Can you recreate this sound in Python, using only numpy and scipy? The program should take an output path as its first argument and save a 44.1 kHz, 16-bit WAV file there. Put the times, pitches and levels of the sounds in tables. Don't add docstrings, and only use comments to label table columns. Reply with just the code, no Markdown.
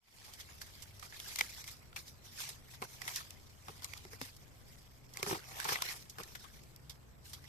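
import sys
import numpy as np
from scipy import signal
from scipy.fft import rfft, irfft, next_fast_len
from scipy.io import wavfile
from scipy.ndimage import uniform_filter1d, map_coordinates

SR = 44100
rng = np.random.default_rng(int(sys.argv[2]) if len(sys.argv) > 2 else 0)


def file_out(sig):
    cols = np.atleast_2d(sig).T
    lim = np.clip(cols, -1, 1)
    pcm = np.round(lim * 32767).astype(np.int16)
    wavfile.write(sys.argv[1], SR, pcm)


N = 330023

# [f/Hz, level per Hz/dB]
RUMBLE_COLOUR = [(15, -1.5), (28, -15.5), (45, 1), (65, -3), (100, 0.5), (150, -7), (210, -8), (300, -12.5),
                 (500, -16.5), (1000, -33), (3000, -79)]
HISS_COLOUR = [(200, -2.5), (600, 11.5), (1200, 7.5), (2300, 0.5), (3600, -9), (5600, -21), (7100, -13),
               (7850, 5.5), (8700, -58), (11000, -39), (12800, 2), (14500, -19)]
# [t/s, f/Hz, level/dB]
IDLING_TRACK = [(0, 63.1, -72.5), (2.6, 63.27, -65), (3.6, 63.1, -68), (7.5, 63, -63)]
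# [multiple of f, relative level/dB]
IDLING_ORDERS = [(0.98, -1.7), (2, 0), (7 / 3, -4.5)]
# [t/s, f/Hz, level/dB]
PULLING_TRACK = [(0, 84.4, -73), (.45, 87.7, -64.5), (.95, 100.5, -59), (1.25, 101, -71), (2.3, 87.15, -67),
                 (3.1, 87.05, -69), (3.8, 98, -59), (4.3, 103.8, -62.5), (4.8, 105, -84), (6.4, 79.4, -73),
                 (7.5, 88.3, -62)]
# [multiple of f, relative level/dB]
PULLING_ORDERS = [(4 / 5, -2), (1, 0)]
HUM_WAVER_HZ = 7.7

# [f/Hz, level per Hz/dB]
SOIL_COLOUR = [(40, -39), (90, -2), (130, 0.5), (175, -2.5), (215, -5.5), (295, -8.5), (340, 0),
               (440, -0.5), (540, -3.5), (800, -27), (1500, -39)]
BLADE_COLOUR = [(300, -19.5), (600, -3.5), (770, 7.5), (870, 4), (1050, 5), (1300, 4), (1750, -8.5),
                (2150, -3.5), (2700, -5.5), (3400, -9.5), (4500, -10.5), (8000, -64)]
EDGE_COLOUR = [(1800, -33.5), (3000, -3.5), (3900, 0.5), (5300, 5), (7000, 0), (9500, -3.5), (11500, -1.5),
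               (13200, 1), (14500, -10)]
# [f/Hz, level per Hz/dB]
LIGHT_BLADE_COLOUR = [(300, -29), (650, -4.5), (850, 0), (1150, 0.5), (1600, -2), (2150, 3), (2700, -3.5),
                      (3400, 0.5), (4500, -8.5), (8000, -64.5)]
# [f/Hz, correlation (1)]
LITTER_ALIKE = [(100, 0.48), (400, 0.61), (900, 0.14), (2000, 0.28), (3500, 0.062), (12000, 0.024)]
# [f/Hz, correlation (1)]
BREAK_ALIKE = [(100, 0.73), (400, 0.79), (900, 0.3), (2000, 0.68), (3500, 0.23), (12000, 0.17)]
# [f/Hz, level/dB added on the left and taken off on the right]
PORT_TILT = [(300, 0), (1200, 0), (2200, -3), (3300, 2), (5000, -2.5), (7000, -1), (9500, 0.5),
             (12500, -0.5)]

# [t/s, soil level/dB, soil f/Hz, blade level/dB, blade f/Hz, t60/s]
KNOCKS = [(2.8188, -48, 375, -49.5, 2170, 0.011), (2.8232, -46.5, 363, -38, 1040, 0.036),
          (3.6833, -58, 430, -45.5, 1130, 0.013), (3.6917, -53.5, 440, -51, 1110, 0.029),
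          (4.0512, -54, 377, -55.5, 2040, 0.0057), (4.1314, -54.5, 440, -52.5, 1700, 0.016),
          (4.214, -43.5, 262, -42, 1900, 0.015), (5.2286, -39.5, 368, -36, 2310, 0.017),
          (5.264, -50, 400, -43, 1300, .008), (5.269, -40.5, 414, -48, 1010, 0.078),
          (5.309, -36.5, 384, -36.5, 815, 0.03), (5.327, -37, 342, -38, 800, 0.033),
          (5.3479, -46, 398, -40.5, 774, 0.072), (5.651, -49, 426, -37.5, 830, 0.049),
          (5.6918, -49.5, 463, -35.5, 1700, 0.0054), (6.1837, -55, 450, -46.5, 1690, 0.02),
          (6.201, -58, 400, -49, 1150, 0.012)]
SOIL_PEAK_DB = 10
KNOCK_EDGE_DB, KNOCK_EDGE_DB_PER_OCTAVE = -13, 10.5
# [t/s, blade level/dB, blade f/Hz, crisp edge level/dB, t60/s, left-over-right level/dB]
SNAPS = [(0.335, -56, 3320, -48.5, .07, -2), (0.402, -53, 3350, -57, 0.081, 0),
         (0.615, -48.5, 1660, -44.5, .043, -5), (0.822, -53.5, 3100, -46.5, .07, -9),
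         (0.9953, -62, 1360, -52.5, .018, -3), (1.026, -47, 1220, -52, 0.073, -9),
         (1.123, -51.5, 1744, -72, .035, -3), (1.2005, -48, 3240, -47.5, 0.0043, -3),
         (1.3588, -48, 2210, -39, .011, 3), (1.3864, -36.5, 2130, -34.5, 0.063, 3),
         (1.4089, -27, 2150, -35, 0.014, -0.5), (1.6408, -53.5, 2140, -50.5, 0.028, -2),
         (1.6762, -49.5, 2190, -46.5, .073, 0), (1.929, -57, 1380, -72, 0.011, -1),
         (1.9615, -41.5, 2460, -43.5, 0.033, 2), (2.414, -57, 2200, -44.5, 0.05, 3),
         (2.4891, -62, 2400, -43, 0.064, 0), (3.017, -43, 1990, -46, 0.019, -7),
         (3.077, -37.5, 2000, -40.5, 0.054, -1), (3.1593, -60, 3100, -37, 0.022, -4),
         (3.203, -49, 1250, -56, 0.068, 0), (3.306, -59, 2700, -49.5, 0.0081, 1),
         (3.822, -57.5, 1020, -56, .014, 14), (3.844, -51.5, 2150, -39, 0.017, 5),
         (3.9358, -44.5, 2140, -50, 0.0051, -8), (3.975, -69, 2850, -51.5, .019, 0),
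         (4.365, -82, 2200, -54.5, 0.022, 0), (5.136, -70, 3230, -51.5, 0.036, -2),
         (5.1712, -46, 2220, -43, 0.006, -2.5), (5.6001, -39.5, 1580, -42, .005, -6),
         (5.6425, -48, 1820, -40, 0.061, -1), (5.687, -38, 1740, -46, 0.036, 4),
         (5.728, -42, 2270, -40.5, 0.048, 4), (5.7557, -34, 2020, -48, 0.019, 4.5),
         (5.8205, -35.5, 1050, -34, 0.011, 1.5), (5.922, -50, 2280, -48, .049, 8),
         (6.0959, -71, 1800, -47, 0.063, -2), (6.2336, -58, 3240, -47.5, 0.012, 0),
         (6.3512, -45.5, 1630, -48, .036, 2), (6.441, -50.5, 1160, -59, 0.077, 9),
         (6.635, -69, 2520, -61.5, 0.012, -7.5), (6.7616, -90, 2000, -54.5, 0.0068, -2),
         (6.8953, -50.5, 3470, -45.5, 0.086, -5), (7.3317, -49.5, 3370, -44, 0.083, 0),
         (7.44, -56.5, 1930, -60, 0.043, -9)]
SNAP_SOIL_DB, SNAP_SOIL_HZ = -25.5, 490
EDGE_HZ, EDGE_SCATTER = 5700, 0.42

# [t/s of the height, rise/s, fall/s, blade level/dB before the mix trim,
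#  pressure (0 = brushing leaf edges, 1 = pushing into the soil)]
STROKES = [(0.27, 0.17, 0.033, -57, 0.39), (0.41, 0.02, 0.013, -57, 0.043), (0.62, 0.03, 0.033, -61, 0.45),
           (0.82, 0.21, 0.07, -63.5, 0.24), (1.04, 0.048, 0.095, -60, 0.4), (1.15, 0.02, .07, -56, .3),
           (1.29, 0.15, 0.08, -52, 0.33), (1.41, 0.089, .12, -51, 0.34), (1.612, 0.099, 0.018, -54.5, 0.18),
           (1.69, 0.049, 0.069, -57.5, 0.18), (1.98, 0.016, 0.033, -53, 0.3),
           (2.09, 0.054, 0.026, -60.5, 0), (2.25, .015, 0.13, -65, 0), (2.40, 0.036, 0.064, -47.5, 0.13),
           (2.47, 0.062, 0.07, -52, 0.4), (2.73, 0.047, 0.038, -60, 0.34),
           (2.837, 0.0057, 0.023, -50, 0.65), (2.94, 0.1, 0.043, -59.5, 0.21),
           (3.09, 0.076, .06, -51, 0.46), (3.18, 0.063, 0.036, -51, 0.029),
           (3.26, 0.071, 0.078, -61.5, 0.41), (3.70, 0.055, 0.084, -60, 0.48),
           (3.85, 0.046, 0.024, -56, 0.35), (3.98, 0.18, 0.11, -60, 0.39), (4.14, 0.04, 0.038, -57.5, 0.64),
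           (4.232, 0.031, 0.053, -51.5, 0.33), (4.31, .05, 0.12, -70, 0.018),
           (4.69, 0.042, 0.17, -69, 0.092), (5.18, 0.037, 0.15, -53, 0.69), (5.28, 0.033, 0.043, -47, 0.27),
           (5.32, 0.047, 0.06, -41.5, 0.68), (5.49, 0.057, 0.044, -60.5, 0.15),
           (5.60, 0.1, 0.088, -49.5, 0.57), (5.71, 0.053, .075, -41, 0.55), (5.85, 0.043, 0.064, -47, 0.38),
           (5.91, .05, 0.058, -46.5, 0.45), (6.025, 0.031, 0.018, -64.5, 0),
           (6.20, .02, 0.061, -52.5, 0.83), (6.35, 0.13, 0.27, -64, 0.23),
           (6.54, 0.026, 0.055, -63.5, 0.47), (7.258, 0.011, 0.082, -61.5, 0),
           (7.35, 0.1, 0.052, -64.5, 0.58)]
STROKE_DROP_DB, STROKE_SHAPE = 9, 1.53
# [t/s, blade level/dB before the mix trim]
STIR = [(0, -59), (1.2, -69.5), (1.85, -70), (2.2, -70), (3.0, -67), (4.4, -70), (4.95, -71.5), (6.3, -67),
        (6.8, -73), (7.2, -75.5), (7.48, -66)]
STIR_PRESSURE = 0.39
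SOIL_DB, SOIL_PRESS_DB = -23.5, 24.5
EDGE_DB, EDGE_PRESS_DB = 8.5, -11.5
BEND_FROM_DB, BEND_RANGE_DB = -15, 7.5

FADE_IN_S = 0.36
TOP_HZ = 14400


def amp(db):
    return 10 ** (np.asarray(db) / 20)


def unit(x):
    return x / np.sqrt(np.mean(x ** 2) + 1e-20)


def along(points, hz):
    f, v = np.transpose(points)
    return np.interp(np.log(hz + 1), np.log(f + 1), v)


def curves(rows):
    s, *cols = np.transpose(rows)
    return [np.interp(np.arange(N) / SR, s, c) for c in cols]


def wobble(rate):
    knots = rng.standard_normal(int(N * rate / SR) + 4)
    return map_coordinates(knots, [np.arange(N) * rate / SR])


def grid(x):
    m = 2 * next_fast_len(x.shape[-1] // 2 + 1024)
    return m, np.fft.rfftfreq(m, 1 / SR)


def ring(x, spectrum, peak_hz=1000, peak_db=0, octaves=.2):
    m, hz = grid(x)
    gain = amp(along(spectrum, hz))
    if peak_db:
        detune = np.log2((hz + 1) / peak_hz) / octaves
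        gain = np.hypot(gain, amp(peak_db) / (1 + detune ** 2) ** 1.6)
    cepstrum = irfft(np.log(gain), m)
    cepstrum[1:m // 2] *= 2
    cepstrum[m // 2 + 1:] = 0
    response = np.exp(rfft(cepstrum))
    return irfft(rfft(x, m) * response, m)[..., :x.shape[-1]]


def ports(pair, alike=LITTER_ALIKE, lag_ms=0.344):
    m, hz = grid(pair)
    turn = np.arccos(np.clip(along(alike, hz), 0, 1)) / 2
    mid, side = rfft(pair, m) * [np.cos(turn), np.sin(turn)]
    tilt = amp(along(PORT_TILT, hz))
    late = np.exp(-2j * np.pi * hz * lag_ms / 1000)
    left = (mid + side) * tilt
    right = (mid - side) * late / tilt
    return irfft([left, right], m)[:, :pair.shape[-1]]


def engine(track, orders, waver_db):
    hz, db = curves(track)
    phase = 2 * np.pi * np.cumsum(hz * (1 + 0.0053 * wobble(4.4))) / SR
    hum = 0
    for multiple, level in orders:
        waver = waver_db * wobble(HUM_WAVER_HZ)
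        hum = hum + amp(db + level + waver) * np.sin(multiple * phase)
    return hum


def air(spectrum, width):
    mid, side = ring(rng.standard_normal((2, N)), spectrum)
    return unit(np.array([mid + width * side, mid - width * side]))


def forest(rumble_db=-61.5, hiss_db=-69, rumble_width=0.83, hiss_width=0.97):
    hum = engine(IDLING_TRACK, IDLING_ORDERS, waver_db=3.5) + engine(PULLING_TRACK, PULLING_ORDERS, waver_db=2.5)
    rumble = amp(rumble_db + 1.2 * wobble(10)) * air(RUMBLE_COLOUR, rumble_width)
    balance = amp([[1.1], [-1.1]])
    hiss = amp(hiss_db + 0.65 * wobble(3.28)) * air(HISS_COLOUR, hiss_width)
    return (rumble + hum) * balance + hiss


def thumps(hz=168, scatter=0.11, t60=.05, attack_s=0.00098, db=-1, grows=0.86, size=4096):
    out, t = np.zeros(N + size), np.arange(size) / SR
    heaviest_db = max(row[1] for row in KNOCKS)
    for (s, soil_db, *_), chance in zip(KNOCKS, rng.standard_normal(len(KNOCKS))):
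        level_db = heaviest_db + db + grows * (soil_db - heaviest_db)
        pitch = hz * np.exp(scatter * chance)
        bounce = np.sin(2 * np.pi * pitch * t) * (1 - np.exp(-t / attack_s))
        out[round(s * SR):][:size] += amp(level_db - 60 * t / t60) * bounce
    return out[:N]


def contacts(snap_peak_db=13.0, knock_peak_db=9):
    for s, blade_db, blade_hz, edge_db, t60, pan_db in SNAPS:
        soil = (SOIL_COLOUR, blade_db + SNAP_SOIL_DB, SNAP_SOIL_HZ, 3)
        blade = (LIGHT_BLADE_COLOUR, blade_db, blade_hz, snap_peak_db)
        yield s, t60, pan_db, soil, blade, edge_db
    for s, soil_db, soil_hz, blade_db, blade_hz, t60 in KNOCKS:
        edge_db = blade_db + KNOCK_EDGE_DB + KNOCK_EDGE_DB_PER_OCTAVE * np.log2(blade_hz / 1000)
        soil = (SOIL_COLOUR, soil_db, soil_hz, SOIL_PEAK_DB)
        blade = (BLADE_COLOUR, blade_db, blade_hz, knock_peak_db)
        yield s, t60, 0, soil, blade, edge_db


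def broadband(x, size=25):
    z = rfft(x)
    local_power = abs(uniform_filter1d(abs(z) ** 2, size, axis=-1))
    return irfft(z / np.sqrt(local_power + 1e-12), x.shape[-1])


def snaps(rise_ms=0.17, strain_ms=0.78, strain_db=-15, grain_db=4.5, soil_hold=1.77, blade_hold=1.0,
          edge_hold=0.97, edge_peak_db=3, size=3072):
    lead = SR // 160
    out, t = np.zeros((2, N + size)), (np.arange(size) - lead) / SR
    before, after = np.maximum(-t, 0), np.maximum(t, 0)
    strain = amp(strain_db) * np.exp(-before * 1000 / strain_ms)
    attack = np.maximum(strain, (1 - np.exp(-after * 1000 / rise_ms)) ** 2)
    for s, t60, pan_db, soil, blade, edge_db in contacts():
        unevenness = unit(uniform_filter1d(rng.standard_normal(size), size=16))
        grain = attack * amp(grain_db * unevenness)
        start = round(s * SR) - lead
        sides = unit(amp(pan_db / 2 * np.array([[1], [-1]])))
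        edge_hz = EDGE_HZ * np.exp(EDGE_SCATTER * rng.standard_normal())
        edge = (EDGE_COLOUR, edge_db, edge_hz, edge_peak_db)
        # (body, resonance width in octaves, share of the t60, lag between the ports in ms)
        parts = [(soil, .16, soil_hold, .13), (blade, .2, blade_hold, .38), (edge, .3, edge_hold, .38)]
        for (spectrum, db, hz, peak_db), octaves, hold, lag_ms in parts:
            decay = amp(-60 * after / (t60 * hold))
            run = broadband(grain * decay * rng.standard_normal((2, size)))
            burst = ports(ring(run, spectrum, hz, peak_db, octaves), BREAK_ALIKE, lag_ms)
            burst /= np.sqrt(np.sum(burst ** 2, axis=1, keepdims=True) / (SR / 100))
            out[:, start:start + size] += amp(db) * sides * burst
    return out[:, :N]


def fractures(rate, spread_db, bed, life_ms):
    count = int(rate * N / SR)
    draws = rng.random((count, 2))
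    size = amp(spread_db * np.minimum(-np.log(1 - draws[:, 1]), 4.5))
    power = np.bincount((draws[:, 0] * N).astype(int), size ** 2, N)
    power = signal.lfilter([1], [1, -np.exp(-2000 / (life_ms * SR))], power)
    envelope = np.sqrt(power / power.mean() + abs(bed) + 1e-12)
    return envelope * rng.standard_normal((2, N))


def ticks(rate, centre_hz, scatter, cycles, spread_db, size=480):
    count = int(rate * N / SR)
    when, place, strength, phase = rng.random((count, 4)).T[:, :, None]
    hz = np.clip(centre_hz * np.exp(scatter * rng.standard_normal((count, 1))), 700, 14000)
    turns = hz * np.arange(size) / SR
    flake_db = spread_db * np.minimum(-np.log(1 - strength), 4)
    onset = 1 - np.exp(-2 * turns)
    taper = 1 - (np.arange(size) / size) ** 2
    decay = amp(flake_db - 60 * turns / cycles) * onset * taper
    at = (when * (N - size)).astype(int) + np.arange(size)

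    def heard(gain, shift):
        flakes = gain * decay * np.sin(2 * np.pi * (turns + shift))
        return np.bincount(at.ravel(), flakes.ravel(), N)
    return unit(np.array([heard(.5 + place, 0), heard(1.5 - place, phase)]))


def patchy(x, depth_db, size):
    z = signal.stft(x, nperseg=256)[2]
    field = rng.standard_normal(z.shape[1:])
    field = uniform_filter1d(field, size[0], axis=0)
    field = uniform_filter1d(field, size[1], axis=1)
    return signal.istft(z * amp(depth_db * unit(field)), nperseg=256)[1][:, :N]


def handling():
    t = np.arange(N) / SR
    moves = [(curves(STIR)[0], STIR_PRESSURE)]
    for s, rise_s, fall_s, db, pressure in STROKES:
        away = np.maximum((s - t) / rise_s, (t - s) / fall_s)
        moves.append((db - STROKE_DROP_DB * np.minimum(away, 8) ** STROKE_SHAPE, pressure))
    power = np.zeros((3, N))
    for db, pressure in moves:
        p = np.clip(pressure, 0, 1)
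        shares_db = [SOIL_DB + SOIL_PRESS_DB * p, 0, EDGE_DB + EDGE_PRESS_DB * p]
        power += np.outer(amp(shares_db) ** 2, amp(db) ** 2)
    return power


def blend(a, b, share):
    share = np.clip(share, 0, 1)
    return np.sqrt(1 - share) * a + np.sqrt(share) * b


def rustle(blade_flakes=0.44, edge_flakes=0.14, blade_crackle=0.067, edge_crackle=0.07):
    soil_db, blade_db, edge_db = 10 * np.log10(handling())
    clumps = amp(2.03 * wobble(70))

    def voice(breaks, spectrum):
        return unit(ports(ring(breaks * clumps, spectrum)))
    soil = voice(fractures(rate=87, spread_db=-0.5, bed=0.09, life_ms=1.5), SOIL_COLOUR)
    flex = fractures(rate=400, spread_db=2.5, bed=1, life_ms=0.86)
    heavy = (soil_db - blade_db - BEND_FROM_DB) / BEND_RANGE_DB
    blade = blend(voice(flex, LIGHT_BLADE_COLOUR), voice(flex, BLADE_COLOUR), heavy)
    blade_ticks = ticks(rate=300, centre_hz=2234, scatter=0.245, cycles=90, spread_db=1.5)
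    blade = blend(blade, blade_ticks, blade_flakes)
    edge = voice(fractures(rate=730, spread_db=1.5, bed=12.0, life_ms=0.25), EDGE_COLOUR)
    edge_ticks = ticks(rate=460, centre_hz=6220, scatter=0.383, cycles=66, spread_db=1.0)
    edge = blend(edge, edge_ticks, edge_flakes)
    crackle = fractures(rate=70, spread_db=2.0, bed=0, life_ms=0.39)
    blade = blend(blade, unit(ports(ring(crackle, LIGHT_BLADE_COLOUR))), blade_crackle)
    edge = blend(edge, unit(ports(ring(crackle, EDGE_COLOUR))), edge_crackle)
    leaves = patchy(amp(blade_db) * blade + amp(edge_db) * edge, depth_db=2.5, size=(4, 14))
    return amp(soil_db - 0.5) * soil + amp(-1.44) * leaves


def scene():
    return forest() + thumps() + snaps() + rustle()


def record(dry):
    m, hz = grid(dry)
    fade = np.minimum(np.arange(N) / SR / FADE_IN_S, 1) ** 1.12
    low_pass = 1 / np.sqrt(1 + (hz / TOP_HZ) ** 220)
    return irfft(rfft(dry * fade, m) * low_pass, m)[:, :N]


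dry = scene()
out = record(dry)
file_out(out)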